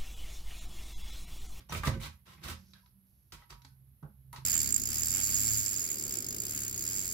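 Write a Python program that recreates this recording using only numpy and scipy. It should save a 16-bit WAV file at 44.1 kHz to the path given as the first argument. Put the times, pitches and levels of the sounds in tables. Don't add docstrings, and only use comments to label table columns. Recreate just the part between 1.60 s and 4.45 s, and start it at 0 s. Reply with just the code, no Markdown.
import sys
import numpy as np
from scipy import signal
from scipy.fft import rfft, irfft, next_fast_len
from scipy.io import wavfile

SR = 44100
rng = np.random.default_rng(int(sys.argv[2]) if len(sys.argv) > 2 else 0)


def put_to_file(sound):
    columns = np.atleast_2d(sound).T
    safe = np.clip(columns, -1, 1)
    whole_steps = np.round(safe * 32767)
    wavfile.write(sys.argv[1], SR, whole_steps.astype(np.int16))


def how_loud(loudness_db):
    steps = np.asarray(loudness_db, float) / 20
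    return 10 ** steps


N = 125685
T = np.arange(N) / SR
LEFT_RIGHT = np.array([[1], [-1]])

# [f/Hz, density/dB per Hz]; its level/dB
RUMBLE, RUMBLE_DB = [(25, -1.5), (48, -2.5), (110, -4), (160, -15), (230, -17), (400, -28), (1000, -56.5)], -68.5
# [f/Hz, density/dB per Hz]; its level/dB
HISS_COLOUR, HISS_DB = [(500, -11), (4300, -18.5), (8600, -26), (10100, -14), (10700, -8.5), (11400, 3),
                        (12100, -7.5), (15900, -12)], -75
# [f/Hz, level/dB]
WHINE_LINES = [(10928, -98.5), (10977, -102), (11224, -87.5), (11273, -87), (11321, -90), (11370, -91),
               (11466, -86.5), (11569, -91.5), (11617, -100)]
# [t/s, firing rate f/Hz, first, second, third order level/dB]
ENGINE_RUN = [(0.552, 62.19, -65, -72, -73.5), (.95, 62.34, -101, -61, -62.5),
              (1.22, 63.27, -77.5, -83, -69), (1.3, 63.92, -72.5, -72.5, -79.5),
              (1.403, 63.7, -78.5, -76.5, -68.5), (1.679, 64.35, -78.5, -80, -88),
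              (2.029, 64.95, -72, -61, -81), (2.302, 66.38, -63, -63, -81.5), (2.409, 65.9, -84, -81, -80),
              (2.531, 66.5, -62.5, -74, -69), (2.599, 65.6, -63.5, -60, -96), (2.85, 64.8, -63, -53.5, -80)]
# [f/Hz, level when shaken/dB, t60/s, level when struck/dB]
WORKTOP_MODES = [(50.3, -3, 0.23, 0.5), (80.5, -4.5, 0.31, 0), (113, -7.5, 0.24, -6.5),
                 (150.6, -3.5, 0.19, 1.5), (219.8, -13, 0.36, -16.5), (259.8, -11.5, 0.13, -9),
                 (345.7, -7.5, 0.12, -5.5), (394, -11.5, 0.029, -20.5), (538, -17.5, 0.2, -13.5)]
# [f/Hz, level/dB, t60/s]
FRAME_MODES = [(820, -6.5, 0.08), (970.5, -1, 0.1), (1080, -0.5, 0.03), (1132, -3, 0.051),
               (1284, -1, 0.066), (1503, -6, 0.04), (1604, -11, 0.044), (1887, -4.5, 0.034),
               (2040, -7, 0.28), (2300, -31.5, .04), (2620, -20, 0.026)]
# [t/s, length/s, level/dB, f/Hz]
FINGER_THUDS = [
    (.124, 0.0083, -41, 152),
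    (.141, 0.022, -41, 142),
    (0.331, 0.055, -42.5, 80.5),
    (.271, 0.011, -25.5, 147.6),
    (.2855, .008, -28, 141),
    (.3115, 0.0089, -28.5, 114.3),
    (.8375, 0.023, -42, 148.3),
    (2.4285, 0.025, -41, 146),
]
# [t/s, length/s, level/dB, f/Hz, t60/s]
HOLDER_CHATTERS = [(.0965, 0.0033, -50, 5890, 0.0078), (0.097, 0.025, -53, 853, 0.019),
                   (.125, 0.048, -52, 560, 0.011), (.2725, 0.023, -43, 577, 0.0074),
                   (.273, 0.0082, -43, 1914, 0.018), (0.41, 0.035, -52, 4000, .004),
                   (0.966, 0.16, -74, 5230, 0.0019), (1.177, .12, -82.5, 5000, 0.0027),
                   (1.452, 0.29, -88.5, 5430, 0.0015), (2.426, 0.055, -65.5, 346, 0.021),
                   (0.12, 0.016, -45.5, 1240, 0.032), (.149, 0.004, -43.5, 2240, 0.013),
                   (0.652, .09, -70.5, 1060, 0.047), (0.767, 0.026, -69.5, 2230, 0.0088),
                   (0.17, 0.0051, -51, 1160, 0.035), (0.237, 0.016, -37, 1164, 0.025),
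                   (0.275, 0.014, -43.5, 963, 0.022), (.338, 0.006, -57, 1524, 0.048),
                   (0.398, .004, -57.5, 2070, 0.011), (0.846, 0.0055, -56, 1180, 0.013),
                   (0.886, 0.012, -57, 1026, 0.051), (1.131, 0.021, -67.5, 1626, 0.03),
                   (1.22, 0.038, -74.5, 996, .05), (1.726, 0.017, -60.5, 976, 0.064),
                   (1.725, 0.024, -73, 1530, 0.064), (1.767, 0.26, -74, 952, 0.31),
                   (1.911, 0.049, -72, 951, 0.078), (1.82, 0.0058, -70, 1980, 0.026),
                   (1.907, 0.046, -67, 1200, 0.025), (2.018, 0.013, -72.5, 920, 0.019),
                   (2.047, 0.012, -65, 897, 0.02), (2.05, 0.09, -85, 1490, 0.21),
                   (2.092, .015, -90, 950, 0.027), (2.428, 0.025, -64, 825, .03),
                   (2.433, 0.038, -69, 1430, 0.022), (2.442, 0.024, -68.5, 546, 0.026),
                   (2.724, 0.015, -50.5, 957, 0.02), (2.755, 0.0051, -71, 1910, 0.013),
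                   (2.772, 0.023, -59.5, 940, 0.018)]
# [t/s, crack level/dB, frame level/dB, worktop level/dB, crack f/Hz]
HOLDER_KNOCKS = [(0.095, -53, -59, -45.5, 5800), (0.1213, -37, -36.5, -38, 2230),
                 (0.148, -34.5, -69, -40, 2200), (0.2336, -30, -48.5, -45, 1610),
                 (0.2708, -29.5, -29.5, -28, 4530), (0.286, -41, -43, -40, 4600),
                 (0.315, -50, -57, -44, 2420), (0.337, -44, -77, -59, 2130), (.432, -46, -66, -60.5, 4000),
                 (0.445, -43, -49.5, -57, 3940), (.466, -49, -63, -45, 3840),
                 (.8365, -39.5, -60, -42.5, 4170), (.886, -40, -49, -48, 4180),
                 (1.134, -47, -63, -60, 3750), (1.26, -61, -66.5, -81.5, 4000),
                 (1.721, -42, -54, -56.5, 4900), (1.821, -71, -55.5, -75, 2090),
                 (1.904, -44, -56.5, -61, 4630), (1.946, -72, -67, -56, 1980), (2.018, -53, -66, -67, 4200),
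                 (2.0474, -45.5, -61, -57, 4300), (2.427, -48.5, -65, -42.5, 820),
                 (2.7283, -39, -45.5, -57.5, 10400), (2.76, -41, -67, -61.5, 4370)]
# [t/s, length/s, scrape level/dB, frame rattle level/dB, worktop push level/dB]
HOLDER_SLIDES = [(0.0, 0.013, -62.5, -76, -49.5), (0.087, 0.033, -55, -52, -46),
                 (0.122, 0.063, -47.5, -51.5, -35), (0.219, 0.015, -56.5, -59.5, -67),
                 (0.2335, 0.012, -52, -44.5, -55), (0.246, 0.035, -42, -45, -24),
                 (0.307, 0.064, -63, -75, -32.5), (0.395, 0.034, -52.5, -55, -42.5),
                 (0.423, 0.046, -51, -50, -40), (0.652, 0.094, -62, -65, -54),
                 (0.772, 0.023, -73, -65, -50.5), (0.806, 0.052, -64.5, -64, -53.5),
                 (0.828, 0.073, -52, -49.5, -43.5), (0.873, 0.058, -52.5, -57, -44.5),
                 (0.972, 0.14, -82.5, -99, -66), (1.141, 0.052, -71.5, -102, -87),
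                 (1.727, 0.023, -54.5, -59, -47), (1.765, 0.073, -70, -66, -74),
                 (1.89, 0.039, -58, -59, -49), (2.048, 0.012, -71, -73, -60),
                 (2.723, 0.023, -60.5, -49.5, -57.5), (2.762, 0.019, -59.5, -59.5, -47)]
# [f/Hz, density/dB per Hz]
SCRAPE_COLOUR = [(240, -19.5), (400, -7.5), (653, -10), (1130, -1.5), (1740, -4.5), (2250, -3.5),
                 (2840, -5), (3910, -5.5), (15500, -13.5)]
# [f/Hz, left minus right level/dB]
MIC_TILT = [(60, -4.0), (180, -6), (550, -1.5), (1650, -2), (4970, -3.5), (15000, -6)]

ATTACK_SHARE, LONGEST_RISE_S, RELEASE_S = 0.37, 0.014, 0.011
JUDDER_DB, JUDDER_PER_S = 1.5, 87
GRAINS_PER_S, GRAIN_SPREAD_DB, RATTLES_PER_S = 9000, 3.5, 700
BRIGHT_HZ, DULLING = 5700, 0.49
CRACK_S, CRACK_WIDTH, CRACK_AIR_DB = 0.005, 0.16, -1
LONGEST_RING_CYCLES, CONTACT_HZ = 110, 311
PAIR_BEATS, PAIR_LEAN_DB = 1.31, 2
ROOM_T60_S, ROOM_DB, EARLY_S, EARLY_DB, WIDE_HZ, DULL_HZ = 0.24, -9.5, 0.012, -5.5, 530, 7000


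def rms_one(x):
    return x / np.sqrt(np.mean(x ** 2) + 1e-20)


def colour(x, points):
    size = next_fast_len(x.shape[-1] + SR // 2)
    hz = np.maximum(np.arange(size // 2 + 1) * SR / size, 1)
    at, db = np.transpose(points)
    gain = how_loud(np.interp(np.log(hz), np.log(at), db))
    return irfft(rfft(x, size) * gain, size)[..., :x.shape[-1]]


def butter(x, order, hz, kind="low"):
    return signal.sosfilt(signal.butter(order, hz, kind, fs=SR, output="sos"), x)


def drift(rate):
    r = np.exp(-2 * np.pi * rate / SR)
    noise = rng.standard_normal(N + SR)
    return rms_one(signal.lfilter([1], [1, -2 * r, r * r], noise)[SR:])


def room_tone():
    low = rng.standard_normal(N) + 0.37 * rng.standard_normal((2, N))
    rumble = rms_one(colour(low, [(12, -63.5)] + RUMBLE + [(2500, -75.5)]))
    hiss = rms_one(colour(rng.standard_normal((2, N)), [(200, -49)] + HISS_COLOUR))
    return how_loud(RUMBLE_DB + 1.3 * drift(9)) * rumble + how_loud(HISS_DB + 3.0) * hiss


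def whine():
    out = 0
    for hz, db in WHINE_LINES:
        level = np.sqrt(2) * how_loud(db + 1.7 * drift(2.7))
        out = out + level * np.sin(2 * np.pi * (hz * T + rng.random((2, 1))))
    return out


def engine():
    s, hz, *orders = np.transpose(ENGINE_RUN)
    turn = 2 * np.pi * np.cumsum(np.interp(T, s, hz) + 0.51 * drift(12)) / SR
    out = 0
    for k, db in enumerate(orders):
        level = np.sqrt(2) * how_loud(np.interp(T, s, db) + 2.8 * drift(20.0))
        out = out + level * np.sin((k + 1) * turn + k)
    return out


def kitchen(x):
    def stereo(mid, side):
        return butter(mid, 2, WIDE_HZ, "high") + butter(side, 2, WIDE_HZ, "high") * LEFT_RIGHT

    def unit(v):
        return v / np.sqrt(np.sum(v ** 2) / 2)

    t = T[:SR // 2]
    mid, side, early_mid, early_side = rng.standard_normal((4, len(t)))
    tail = butter(stereo(mid, side), 1, DULL_HZ) * how_loud(-60 * t / ROOM_T60_S) * (t > EARLY_S)
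    early = stereo(early_mid, early_side) * np.exp(-t / EARLY_S)
    echo = how_loud(ROOM_DB) * unit(tail) + how_loud(EARLY_DB) * unit(early)
    return x + signal.fftconvolve(x, echo, axes=1)[:, :N]


def ring(x, hz, t60):
    r, w = how_loud(-60 / (t60 * SR)), 2 * np.pi * hz / SR
    return signal.lfilter([0, np.sin(w)], [1, -2 * r * np.cos(w), r * r], x + 1e-18)


def grains(rate):
    clicks = rng.random(N) < rate / SR
    size = how_loud(GRAIN_SPREAD_DB * np.minimum(rng.exponential(1, N), 4))
    return rms_one(clicks * size * rng.choice([-1, 1], N))


def knocked(start):
    return min(abs(start - row[0]) for row in HOLDER_KNOCKS) < 0.007


def shape(start, length):
    rise = min(ATTACK_SHARE * length, LONGEST_RISE_S)
    if knocked(start):
        rise = 0.002
        start = min((row[0] for row in HOLDER_KNOCKS), key=lambda s: abs(s - start))
    release = np.exp(-np.maximum(T - start - length, 0) / RELEASE_S)
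    return np.clip((T - start) / rise, 0, 1) * release


def pressure(column, dulling=0):
    firm_db = max(row[column] for row in HOLDER_SLIDES) - 8
    push = 0
    for row in HOLDER_SLIDES:
        loss_db = 0 if knocked(row[0]) else dulling * min(row[column] - firm_db, 0)
        push = push + how_loud(row[column] + loss_db) * shape(row[0], row[1])
    return push * how_loud(JUDDER_DB * drift(JUDDER_PER_S))


def body(modes, knock_column, slide_column, rate, spread_db):
    shake = [grains(rate) for _ in range(3)]
    shaken = sum(how_loud(mode[1]) * ring(shake[k % 3], mode[0], mode[2]) for k, mode in enumerate(modes))
    scale = 1 / np.std(shaken)
    knocks = np.array(HOLDER_KNOCKS)
    at = (knocks[:, 0] * SR).astype(int)
    luck = rng.normal(0, 1, (len(knocks), len(modes)))
    push, out = pressure(slide_column), 0
    for k, (hz, db, t60, *struck) in enumerate(modes):
        struck_db = struck[0] if struck else db
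        force = scale * push * shake[k % 3] * how_loud(db)
        force[at] += (-1) ** k * how_loud(knocks[:, knock_column] + spread_db * luck[:, k] + struck_db)
        out = out + ring(force, hz, min(t60, LONGEST_RING_CYCLES / hz))
    return out / 2


def worktop():
    return butter(body(WORKTOP_MODES, 3, 4, rate=200.0, spread_db=5.5), 1, CONTACT_HZ)


def frame():
    return body(FRAME_MODES, 2, 3, rate=RATTLES_PER_S, spread_db=1.5)


def thuds():
    return sum(how_loud(db) * shape(s, length) * np.sin(2 * np.pi * hz * (T - s))
               for s, length, db, hz in FINGER_THUDS)


def chatter():
    rattle, out = grains(2 * RATTLES_PER_S), 0
    lean = how_loud(PAIR_LEAN_DB * LEFT_RIGHT)
    for s, length, db, hz, t60 in HOLDER_CHATTERS:
        lower = ring(rattle, hz - PAIR_BEATS / t60, t60)
        upper = ring(rattle, hz + PAIR_BEATS / t60, t60)
        pair = lean * lower - upper / lean
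        during = pair[:, int(s * SR):int((s + length + RELEASE_S) * SR)]
        out = out + how_loud(db) * shape(s, length) * pair / np.std(during)
    return out


def cracks():
    out, t = np.zeros((2, N + SR)), T[:4096]
    for s, db, _, _, hz in HOLDER_KNOCKS:
        mid, side = rng.standard_normal((2, len(t)))
        puff = mid + side * LEFT_RIGHT
        patch = butter(puff, 1, [hz * (1 - CRACK_WIDTH / 2), hz * (1 + CRACK_WIDTH / 2)], "band")
        broad = butter(puff, 3, [hz / 4, min(1.51 * hz, 0.45 * SR)], "band")
        sound = rms_one(patch) + how_loud(CRACK_AIR_DB) * rms_one(broad)
        fade = np.minimum(t / 0.0013, 1) * np.exp(-t / CRACK_S * np.sqrt(hz / 4000))
        first = int(s * SR)
        out[:, first:first + len(t)] += how_loud(db) * sound * fade / 2
    return out[:, :N]


def scrape():
    mid, side = (rms_one(colour(grains(GRAINS_PER_S), [(100, -52)] + SCRAPE_COLOUR)) for _ in range(2))
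    both = mid + side * LEFT_RIGHT
    low, high = butter(both, 5, BRIGHT_HZ), butter(both, 5, BRIGHT_HZ, "high")
    return pressure(2) * low + pressure(2, DULLING) * high


def scene():
    background = room_tone() + whine() + engine()
    near = worktop() + frame() + thuds() + chatter() + cracks() + scrape()
    return background + kitchen(near)


def top_cut(x):
    return signal.sosfilt(signal.butter(12, 16460, fs=SR, output="sos"), x)


def record(dry):
    left = colour(dry[0], [(hz, db / 2) for hz, db in MIC_TILT])
    right = colour(dry[1], [(hz, -db / 2) for hz, db in MIC_TILT])
    x = butter(np.array([left, right]), 6, 44, "high")
    x = signal.sosfilt(signal.cheby2(20, 50, 15900, fs=SR, output="sos"), x)
    return top_cut(x)


dry = scene()
out = record(dry)
put_to_file(out)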